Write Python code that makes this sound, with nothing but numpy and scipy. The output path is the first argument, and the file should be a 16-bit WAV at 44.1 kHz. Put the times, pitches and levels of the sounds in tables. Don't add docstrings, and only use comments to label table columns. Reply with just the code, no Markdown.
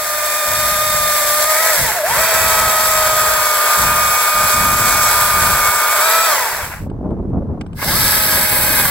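import sys
import numpy as np
from scipy import signal
from scipy.fft import rfft, irfft
from scipy.io import wavfile
from scipy.ndimage import uniform_filter1d

SR = 44100
rng = np.random.default_rng(int(sys.argv[2]) if len(sys.argv) > 2 else 0)


def waveform_to_disk(signal):
    frames = np.transpose(np.atleast_2d(signal))
    scaled = np.clip(frames, -1, 1) * 32767
    samples = np.round(scaled).astype(np.int16)
    wavfile.write(sys.argv[1], SR, samples)


N = 392490
TIME = np.arange(N) / SR
HZ = np.maximum(np.arange(N // 2 + 1) * SR / N, 1)
LINKS, SPROCKET_TEETH, LINKS_PER_CUTTER_PAIR = 50, 6, 4
FULL_SPEED = 210

# (time [s], rattle [dB], hiss [dB])
CHAIN_LOUDNESS = [
    [(0.0, -28.5, -23.5), (0.736, -25, -19.5), (0.818, -27, -20), (1.42, -23, -16.5), (1.475, -27.5, -19.5),
     (1.502, -23.5, -17), (1.56, -25.5, -18.5), (1.7, -21, -17.5), (1.8, -23, -16), (2.02, -22, -16)],
    [(2.22, -21.5, -19), (2.87, -23.5, -18.5), (3.2, -22.5, -19), (3.36, -23, -19.5), (3.8, -22.5, -18),
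     (3.92, -23, -20), (4.05, -23.5, -19), (4.83, -23.5, -19), (5.21, -22, -17), (5.9, -22, -19),
     (6.26, -21.5, -20.5), (6.45, -22.5, -19), (6.7, -23, -18), (6.86, -20.5, -17.5)],
    [(7.76, -23, -16), (7.83, -19.5, -14), (7.98, -26, -19), (8.058, -23.5, -16.5), (8.87, -22, -16.5)],
]
# (time [s], wood tone [0-1])
WOOD_TONE = [(0, 0.5), (2.7, 0.29), (3.3, 0.61), (4.0, 0.88), (5.9, 0.96), (6.06, 0.6), (6.35, 0.37)]
# (time [s], slack [0-1])
CHAIN_SLACK = [(1.4, 0.2), (1.47, 0.9), (1.56, 1), (1.8, 0.37), (2.15, 0.3), (2.6, 0.66), (3.3, 0.05),
               (6.26, 0.05), (6.4, 0.5), (7.85, 0.3), (8.0, 0.2)]


def motor_speed():
    # (time [s], speed [turns/s])
    running_speed = [(0, 204), (0.2, 200.5), (0.85, 204), (1.29, 198.5), (1.37, 202), (1.44, 201),
                     (1.49, 208.5), (1.55, 204), (1.6, 212.5), (1.68, 214), (2.25, 216), (2.8, 211),
                     (3.35, 206.5), (3.55, 202.5), (4.4, 203.8), (5.9, 201.5), (5.96, 205), (6.0, 201),
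                     (6.05, 215), (6.26, 220), (8.0, 215.5), (8.45, 209.5), (8.9, 207.5)]
    # (let go [s], pulled [s], slowing [turns/s each second], spin-up [turns/s each second])
    pauses = [(1.705, 2.03, 365.2, 688.7), (6.259, 7.737, 344.3, 929.3), (8.811, 9.5, 259, 900)]
    running, = in_time(running_speed)
    speed = running
    for let_go, pulled, slowing, spin_up in pauses:
        coasting = np.interp(let_go, TIME, running) - slowing * (np.minimum(TIME, pulled) - let_go)
        climbing = np.maximum(coasting, 0) + spin_up * np.maximum(TIME - pulled, 0)
        speed = np.where(TIME > let_go, np.minimum(speed, climbing), speed)
    return np.maximum(speed, 1)


def chain(links, speed, facing, wood_tone):
    coasting = np.clip(3 * (1 - speed / speed.max()), 0, 1)
    links = links + 0.12 * (1 - coasting) * drift(7)
    surge = from_db(0.68 * drift(15.4))
    noise = rng.standard_normal((4, N))
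    rattle = chain_rattle(links, facing, wood_tone, coasting, surge, noise[:2])
    hiss = chain_hiss(links, facing, wood_tone, surge, noise[2:])
    rattle_db, hiss_db = chain_levels(speed)
    moving = np.clip(speed - 1, 0, 1)
    return moving * (from_db(rattle_db) * rattle + from_db(hiss_db) * hiss)


def chain_levels(speed, creep_speed=35, full_pull=1400):
    rattle_db, hiss_db = in_time(np.vstack(CHAIN_LOUDNESS))
    decades = np.log10(speed / FULL_SPEED)
    creeping_db = -20 * np.log10(1 + (creep_speed / speed) ** 2)
    acceleration = np.gradient(speed) * SR
    pull = uniform_filter1d(np.clip(acceleration / full_pull, 0, 1) ** 2, size=SR // 20)
    return (rattle_db - 0.9 + 8 * decades + creeping_db + 2.5 * pull,
            hiss_db + 2.5 + 32.5 * decades + 1.5 * pull)


def chain_rattle(links, facing, wood_tone, coasting, surge, noise, top_hz=2480):
    # (frequency [Hz], level [dB])
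    chain_side = [(200, -54), (350, -13.5), (450, -12), (560, 0), (680, 3), (770, -13.5), (1000, -0.5),
                  (1120, -9.5), (1400, -3), (1750, 4), (1920, -4), (2080, 2.5), (2350, -5), (2700, 0.5)]
    motor_side = [(200, -38), (350, -19.5), (450, -10.5), (560, -6.5), (680, -2), (770, -8.5), (1000, -1.5),
                  (1120, -3), (1400, -4.5), (1650, -1.5), (1900, -3.5), (2100, -5.5), (2350, -8.5),
                  (2700, -1.5)]
    underside = [(200, -36), (350, -22), (450, -10), (560, 0.5), (680, -18), (770, -6.5), (1000, -1),
                 (1120, -2.5), (1400, -7), (1650, 7.5), (1900, -8), (2100, 4.5), (2350, -11), (2700, -1)]
    # (frequency [Hz], width [Hz], gain at full wood tone [dB])
    slot_bands = [(520, 290, -2), (904, 91, 5), (1428, 105, 10), (1960, 900, -5)]
    # (frequency [Hz], width [Hz], gain at full slack [dB])
    bar_rings = [(874, 90, 10), (1180, 40, 3.5), (1665, 36, 2), (1940, 62, 7), (2290, 88, 11)]
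    slack, = in_time(CHAIN_SLACK)
    regular = np.clip(0.15 * (1 - wood_tone) + coasting, 0, 1)
    knocking = knocks(links, uneven_db=1.0, chance_db=0.1, per_link=4)
    shake = np.sqrt(regular) * knocking + np.sqrt(1 - regular) * noise[0]
    lap = np.cos(2 * np.pi * links / LINKS)
    loose = facing[2] + 0.99 * coasting
    slap = from_db(1.8 * loose * (lap + np.tanh(drift(45))))
    shake = ports(shake, noise[1]) * surge * slap
    roll_off = 1 / np.sqrt(1 + (HZ / top_hz) ** 20)
    rattle = sum(share * colour(shake, face, (1450, 2100), roll_off)
                 for share, face in zip(facing, (chain_side, motor_side, underside)))
    for hz, width_hz, db in slot_bands:
        rattle = boost(rattle, hz, width_hz, db * wood_tone)
    for hz, width_hz, db in bar_rings:
        rattle = boost(rattle, hz, width_hz, db * slack)
    return rattle


def chain_hiss(links, facing, wood_tone, surge, noise):
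    # (frequency [Hz], level [dB])
    side_spectrum = [(1800, -18), (2900, -7.5), (3400, -3), (3900, -3), (4400, -2), (5300, -1), (6800, -2),
                     (7600, 0), (8800, 1.7), (10500, -0.5), (11700, 3), (13500, -1), (15500, -0.5)]
    under_spectrum = [(1800, -17), (2800, -6), (3400, -6), (3900, -2.5), (4400, -2.5), (5200, -2),
                      (6800, -9.5), (7600, -5), (8800, 1.5), (10500, -1), (11700, 4.5), (13500, -1.5),
                      (15500, -0.5)]
    # (time [s], gain [dB])
    middle_swell = [(3.1, 0), (3.35, 0.5), (3.7, 0.5), (3.86, -0.5), (3.92, -2), (4.05, 0), (4.55, 1),
                    (4.7, -2.5), (4.9, 1), (5.8, -1.5), (6.3, 2.5), (6.7, 0), (7.85, 4.5), (8.25, 0.5),
                    (8.6, -3)]
    # (frequency [Hz], width [Hz], swing at full wood tone [dB])
    rasp_bands = [(4580, 740, 1), (6030, 1000, 2.5), (7500, 1100, 2.9), (8600, 650, 1.8)]
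    cutter_likeness = (0.38, 0.22, 0.36)
    link_phase = 2 * np.pi * links
    pulse = 1 + 0.048 * (np.cos(link_phase) + np.cos(link_phase / LINKS_PER_CUTTER_PAIR) / 2)
    grip = rms_one(pulse * from_db(-0.9 * drift(260))) * surge
    scrape = 0.74 * noise[0] + 0.5 * knocks(links, uneven_db=-1.5, chance_db=2.5, per_link=8)
    alike = np.clip((np.array(cutter_likeness) @ facing) * (1 - wood_tone ** 2), 0, 1)
    slide = ports(cutter_ring(scrape, links, alike), cutter_ring(noise[1], links, alike)) * grip
    sides, underside = (colour(slide, face, (4000, 15500)) for face in (side_spectrum, under_spectrum))
    hiss = (1 - facing[2]) * sides + facing[2] * underside
    middle_db, = in_time(middle_swell)
    hiss = boost(hiss, hz=4570, width_hz=3300, db=middle_db)
    for hz, width_hz, swing_db in rasp_bands:
        hiss = boost(hiss, hz, width_hz, swing_db * wood_tone * np.tanh(drift(7.7)))
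    return hiss


def knocks(links, uneven_db, chance_db, per_link):
    spots = np.sort(rng.uniform(0, LINKS, LINKS * per_link))
    own_strength = from_db(uneven_db * rng.standard_normal(len(spots))) * rng.choice([-1, 1], len(spots))
    laps = np.arange(int(links[-1] / LINKS) + 1)[:, None]
    at_sample = np.interp((laps * LINKS + spots).ravel(), links, np.arange(N))
    chance = from_db(chance_db * rng.standard_normal((len(laps), len(spots))))
    strength = (own_strength * chance).ravel() * (at_sample < N - 1)
    return rms_one(np.bincount(np.round(at_sample).astype(int), strength, N))


def cutter_ring(scrape, links, alike):
    out = scrape
    for k in (1, 2):
        earlier = np.interp(links - k * LINKS_PER_CUTTER_PAIR, links, np.arange(N))
        out = out + alike ** k * scrape[np.round(earlier).astype(int)]
    return out / np.sqrt(1 + alike ** 2 + alike ** 4)


def whine(turns, speed, facing, wood_tone, silent_speed=49):
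    # (time [s], base level [dB])
    sprocket_levels = [(0, -29), (0.7, -21.5), (1.72, -23), (1.79, -52), (1.86, -27), (1.91, -20),
                       (1.934, -46), (1.96, -20), (2.02, -21), (2.07, -18), (2.12, -21), (2.16, -28),
                       (2.22, -29.5), (2.6, -22), (4.4, -19), (5.9, -21.5), (6.28, -20.5), (6.335, -18),
                       (6.375, -34), (6.41, -25), (6.48, -23), (6.55, -52), (6.65, -31), (7.84, -36),
                       (7.885, -23), (7.93, -31), (8.2, -30.5), (8.5, -36)]
    # (time [s], 2nd harmonic [dB], 3rd harmonic [dB])
    sprocket_overtones = [(0, -45, -45), (0.3, -33, -35.5), (0.85, -36, -31.5), (1.2, -36.5, -33),
                          (1.68, -48, -49), (1.85, -26, -40), (2.1, -34.5, -43), (2.3, -34, -40.5),
                          (2.85, -39, -35.5), (3.5, -36.5, -42), (4.0, -30.5, -37.5), (4.55, -30.5, -46.5),
                          (5.4, -35, -50), (6.0, -35.5, -36), (6.06, -35, -32), (6.27, -36.5, -38),
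                          (6.45, -33.5, -50), (8.0, -43, -44), (8.7, -34, -47)]
    # (multiple of the speed [rounded below],
    # chain side [dB], motor side [dB], underside [dB], change at full wood tone [dB], phase blur [rad])
    hum_and_fan = [(3, -9, -10.5, -20, -11.5, 0.37), (11, -23.5, -9.5, -12.5, 6.5, 1)]
    # (multiple of the speed [rounded below], chain side [dB], motor side [dB], underside [dB])
    rough_tones = [(2, -47.5, -17.5, -32), (4, -12, -20, -10), (7, -25, -13.5, -16), (7.5, -26, -13.5, -12),
                   (8, -26, -21, -11), (9, -2, -11.5, -13), (10.5, -16, -26.5, -13), (15, -19, -11.5, -18),
                   (16.5, -24, -7.5, -14), (21, -6.5, -7, -7), (24, -19.5, -27, -23), (33, -33, -10.5, -27),
                   (36.1, -18.5, -4, -16), (40.2, -26, -16.5, -15), (53.4, -4.5, -15.5, -15)]
    sprocket_db, = in_time(sprocket_levels)
    rattle_db, _ = in_time(np.vstack(CHAIN_LOUDNESS))
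    slack, = in_time(CHAIN_SLACK)
    out = from_db(sprocket_db + 1.5) * tone(turns, speed, SPROCKET_TEETH, waver_db=2.5, blur=0.54)
    for harmonic, level_db in enumerate(in_time(sprocket_overtones), 2):
        out += from_db(level_db) * tone(turns, speed, harmonic * SPROCKET_TEETH, waver_db=3.0, blur=0.5)
    for multiple, *face_db, wood_db, blur in hum_and_fan:
        change_db = wood_db * wood_tone ** 2 + 4 * wood_tone * np.tanh(drift(4.1))
        level = from_db(rattle_db + change_db) * (from_db(face_db) @ facing)
        out += level * tone(turns, speed, np.round(multiple), waver_db=1.5, blur=blur)
    smear = 1 + 0.6 * np.maximum(slack, facing[2])
    muffled_db = -10.5 * wood_tone ** 2 - 7.5 * slack
    for multiple, *face_db in rough_tones:
        multiple = np.round(2 * multiple) / 2
        is_high = multiple > 2 * SPROCKET_TEETH
        level = from_db(rattle_db - 3.5 + muffled_db * is_high) * (from_db(face_db) @ facing)
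        out += level * tone(turns, speed, multiple, waver_db=4.0, blur=0.38 * smear)
    return out * from_db(33 * np.log10(speed / FULL_SPEED)) * np.clip(speed / silent_speed - 1, 0, 1)


def tone(turns, speed, multiple, waver_db, blur):
    phase = 2 * np.pi * multiple * turns + blur * drift(14.7)
    lag = port_phase(multiple * speed) + 0.52 * drift(3.2)
    waver = from_db(waver_db * np.tanh(drift(28.2)))
    return np.sqrt(2) * housing_gain(multiple * speed) * waver * np.sin([phase, phase - lag])


def housing_gain(hz, boom_hz=618, boom_width_hz=54, boom_db=11.5, bass_hz=423):
    # (frequency [Hz], gain [dB])
    peaks_and_dips = [(1500, 0), (1680, 1), (1800, -1.5), (1950, 6), (2120, 3), (2240, -2.5), (2340, -3),
                      (2390, 3.5), (2445, 1.5), (2560, 3.5), (3250, 5), (3480, 0)]
    boom = 1 + from_db(boom_db) ** 2 / (1 + (2 * (HZ - boom_hz) / boom_width_hz) ** 2)
    bass_loss = 1 + (bass_hz / HZ) ** 8
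    return np.interp(hz, HZ, from_db(at_hz(peaks_and_dips)) * np.sqrt(boom / bass_loss))


def trigger_clicks(decay_s=0.0042):
    # (time [s], base level [dB], treble limit [Hz])
    clicks = [(6.9, -35, 6940), (7.1054, -43, 8000), (7.298, -48, 11000), (7.6109, -19, 7000),
              (7.663, -33, 6000), (7.7312, -34, 11000), (7.828, -8, 2000)]
    # (frequency [Hz], gain [dB], time to fade by 60 dB [s])
    housing_rings = [(910, -4, .006), (1590, 10, 0.007), (2400, 5, 0.004), (2980, 5.5, 0.009),
                     (3560, -1, 0.004), (4980, -6, .004), (8300, -2, .02)]
    snaps = np.zeros(N)
    age = np.arange(SR // 20) / SR
    for start_s, db, top_hz in clicks:
        snap = rng.standard_normal(len(age)) * np.exp(-age / decay_s)
        snap = signal.lfilter(*signal.butter(2, top_hz, fs=SR), snap / np.linalg.norm(snap))
        start = int(start_s * SR)
        snaps[start:start + len(age)] += from_db(db - 10.5) * snap
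    out = from_db(26) * resonance(snaps, hz=2300, width_hz=3500)
    for hz, db, fade_s in housing_rings:
        decay = np.exp(-np.log(1000) / (fade_s * SR))
        angle = 2 * np.pi * hz / SR
        feedback = [1, -2 * decay * np.cos(angle), decay * decay]
        out = out + from_db(db) * signal.lfilter([0, np.sin(angle)], feedback, snaps + 1e-18)
    return ports(out, np.zeros(N))


def wind(puff_hz=420, likeness=0.88):
    # (frequency [Hz], level [dB])
    rumble_spectrum = [(15, -18), (30, -3), (55, 2), (90, 1.5), (170, -4.5), (240, -11), (400, -31.5)]
    flutter_spectrum = [(60, -16), (110, 0), (180, 2), (320, -3), (450, -7.5), (700, -13.5), (1100, -23.5),
                        (2000, -52), (4000, -65.5)]
    rumble_db, flutter_db = gust_levels()
    noise = rng.standard_normal((4, N))
    rumble = colour(stereo(*noise[:2], likeness), rumble_spectrum, (25, 200), HZ < 600)
    roll_off = 1 / (1 + (HZ / 4000) ** 2)
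    flutter = colour(stereo(*noise[2:], likeness), flutter_spectrum, (220, 380), roll_off)
    low_flutter = irfft(rfft(flutter) / (1 + (HZ / puff_hz) ** 4), N)
    lumps = rms_one(from_db(2.5 * np.tanh(drift(48))))
    puffs = rms_one(from_db(10.5 * np.tanh(drift(60))))
    flutter = lumps * low_flutter + puffs * (flutter - low_flutter)
    return lumps * from_db(rumble_db) * rumble + from_db(flutter_db - 1.5) * flutter


def gust_levels(rise_s=0.025, fall_s=0.052):
    # (start [s], length [s], base rumble [dB], base flutter [dB])
    gusts = [(0.461, 0.58, -35, -51), (1.05, 0.38, -47, -52), (1.762, 0.085, -27, -48),
             (2.072, 0.07, -37, -49), (2.154, 0.028, -30, -42), (2.33, 0.37, -33.5, -43),
             (2.725, 0.7, -37, -53), (3.77, 0.15, -26, -37.5), (3.98, 0.12, -34, -54),
             (4.335, 0.12, -32, -40.5), (4.534, 0.43, -27.5, -34.5), (4.98, 0.45, -34, -46),
             (5.34, 0.18, -25, -37), (5.554, 0.15, -34, -63), (6.507, 0.1, -40, -60),
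             (6.602, 0.38, -33, -45.5), (6.793, 0.21, -26.5, -31.5), (6.98, 0.056, -38, -30),
             (7.026, 0.13, -26, -26), (7.173, 0.049, -24.5, -28.5), (7.23, 0.072, -26.5, -27),
             (7.317, 0.066, -21, -23.5), (7.408, 0.037, -26, -30), (7.477, 0.052, -23, -24.5),
             (7.574, 0.028, -31, -28), (7.65, 0.13, -29, -38.5), (7.832, 0.22, -25.5, -30.5),
             (8.097, 0.35, -33, -34), (8.49, 0.48, -30.5, -33.5)]
    power = from_db([[-47.5], [-70.5]]) ** 2 * np.ones(N)
    for start, length, rumble_db, flutter_db in gusts:
        age = TIME - start
        shape = np.clip(age / rise_s, 0, 1) * np.exp(-np.clip((age - length) / fall_s, 0, 20))
        power += (from_db([[rumble_db], [flutter_db]]) * shape) ** 2
    return 10 * np.log10(power)


def still_air(level_db=-49.5):
    # (frequency [Hz], level [dB])
    air_spectrum = [(100, -11.5), (1000, 9.5), (3000, -19), (5500, -22), (8000, -26.5), (12000, -25.5),
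                    (16000, -30.5)]
    return from_db(level_db) * colour(rng.standard_normal((2, N)), air_spectrum, (100, 16000))


def ports(direct, scattered):
    # (frequency [Hz], likeness [0-1])
    likeness = [(300, .97), (1700, .95), (2300, .75), (3000, .7), (4200, .5), (6000, .45), (7800, .92),
                (15000, .92)]
    both = stereo(rfft(direct), rfft(scattered), at_hz(likeness))
    both[1] *= np.exp(-1j * port_phase(HZ))
    return irfft(both, N)


def port_phase(hz, lag_s=0.000258):
    return 2 * np.pi * hz * lag_s * np.interp(hz, (2000, 3300), (0, 1))


def stereo(shared, opposed, likeness):
    signs = np.array([[1], [-1]])
    return np.sqrt((1 + likeness) / 2) * shared + np.sqrt((1 - likeness) / 2) * opposed * signs


def from_db(db):
    return 10 ** (np.asarray(db) / 20)


def rms_one(x):
    return x / np.sqrt(np.mean(x ** 2) + 1e-20)


def in_time(rows):
    times, *columns = np.transpose(rows)
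    return [np.interp(TIME, times, column) for column in columns]


def at_hz(points):
    hz, value = np.transpose(points)
    return np.interp(np.log(HZ), np.log(hz), value)


def drift(rate_hz):
    r = np.exp(-40 * np.pi * rate_hz / SR)
    noise = rng.standard_normal(N // 20 + 2002)
    slow = signal.lfilter([1], [1, -2 * r, r * r], noise)[2000:]
    return np.interp(np.arange(N) / 20, np.arange(len(slow)), rms_one(slow))


def colour(x, spectrum, band_hz, extra_gain=1):
    gain = from_db(at_hz(spectrum)) * extra_gain
    inside = (HZ > band_hz[0]) & (HZ < band_hz[1])
    return irfft(rfft(x) * gain / np.sqrt(np.mean(gain ** 2 * inside)), N)


def resonance(x, hz, width_hz):
    r = np.exp(-np.pi * width_hz / SR)
    feedback = [1, -2 * r * np.cos(2 * np.pi * hz / SR), r * r]
    return signal.lfilter(np.array([1, 0, -1]) * (1 - r * r) / 2, feedback, x)


def boost(x, hz, width_hz, db):
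    return x + (from_db(db) - 1) * resonance(x, hz, width_hz)


def scene():
    # (time [s], chain side [0-1], motor side [0-1], underside [0-1])
    face_shares = [(0, 1, 0, 0), (1.6, 1, 0, 0), (2.3, 0, 1, 0), (7.0, 0, 1, 0), (7.6, 0, 0, 1),
                   (8.9, 0, 0, 1)]
    facing = np.array(in_time(face_shares))
    wood_tone, = in_time(WOOD_TONE)
    speed = motor_speed()
    turns = np.cumsum(speed) / SR
    saw = chain(turns * SPROCKET_TEETH, speed, facing, wood_tone)
    wobble = 0.015 * drift(7.7) + 0.011 * wood_tone * drift(8.2)
    saw += whine(turns + wobble, speed, facing, wood_tone)
    background = wind() + still_air()
    return saw + trigger_clicks() + background


def record(dry, cutoff_hz=15800):
    return irfft(rfft(dry) / np.sqrt(1 + (HZ / cutoff_hz) ** 400), N)


dry = scene()
out = record(dry)
waveform_to_disk(out)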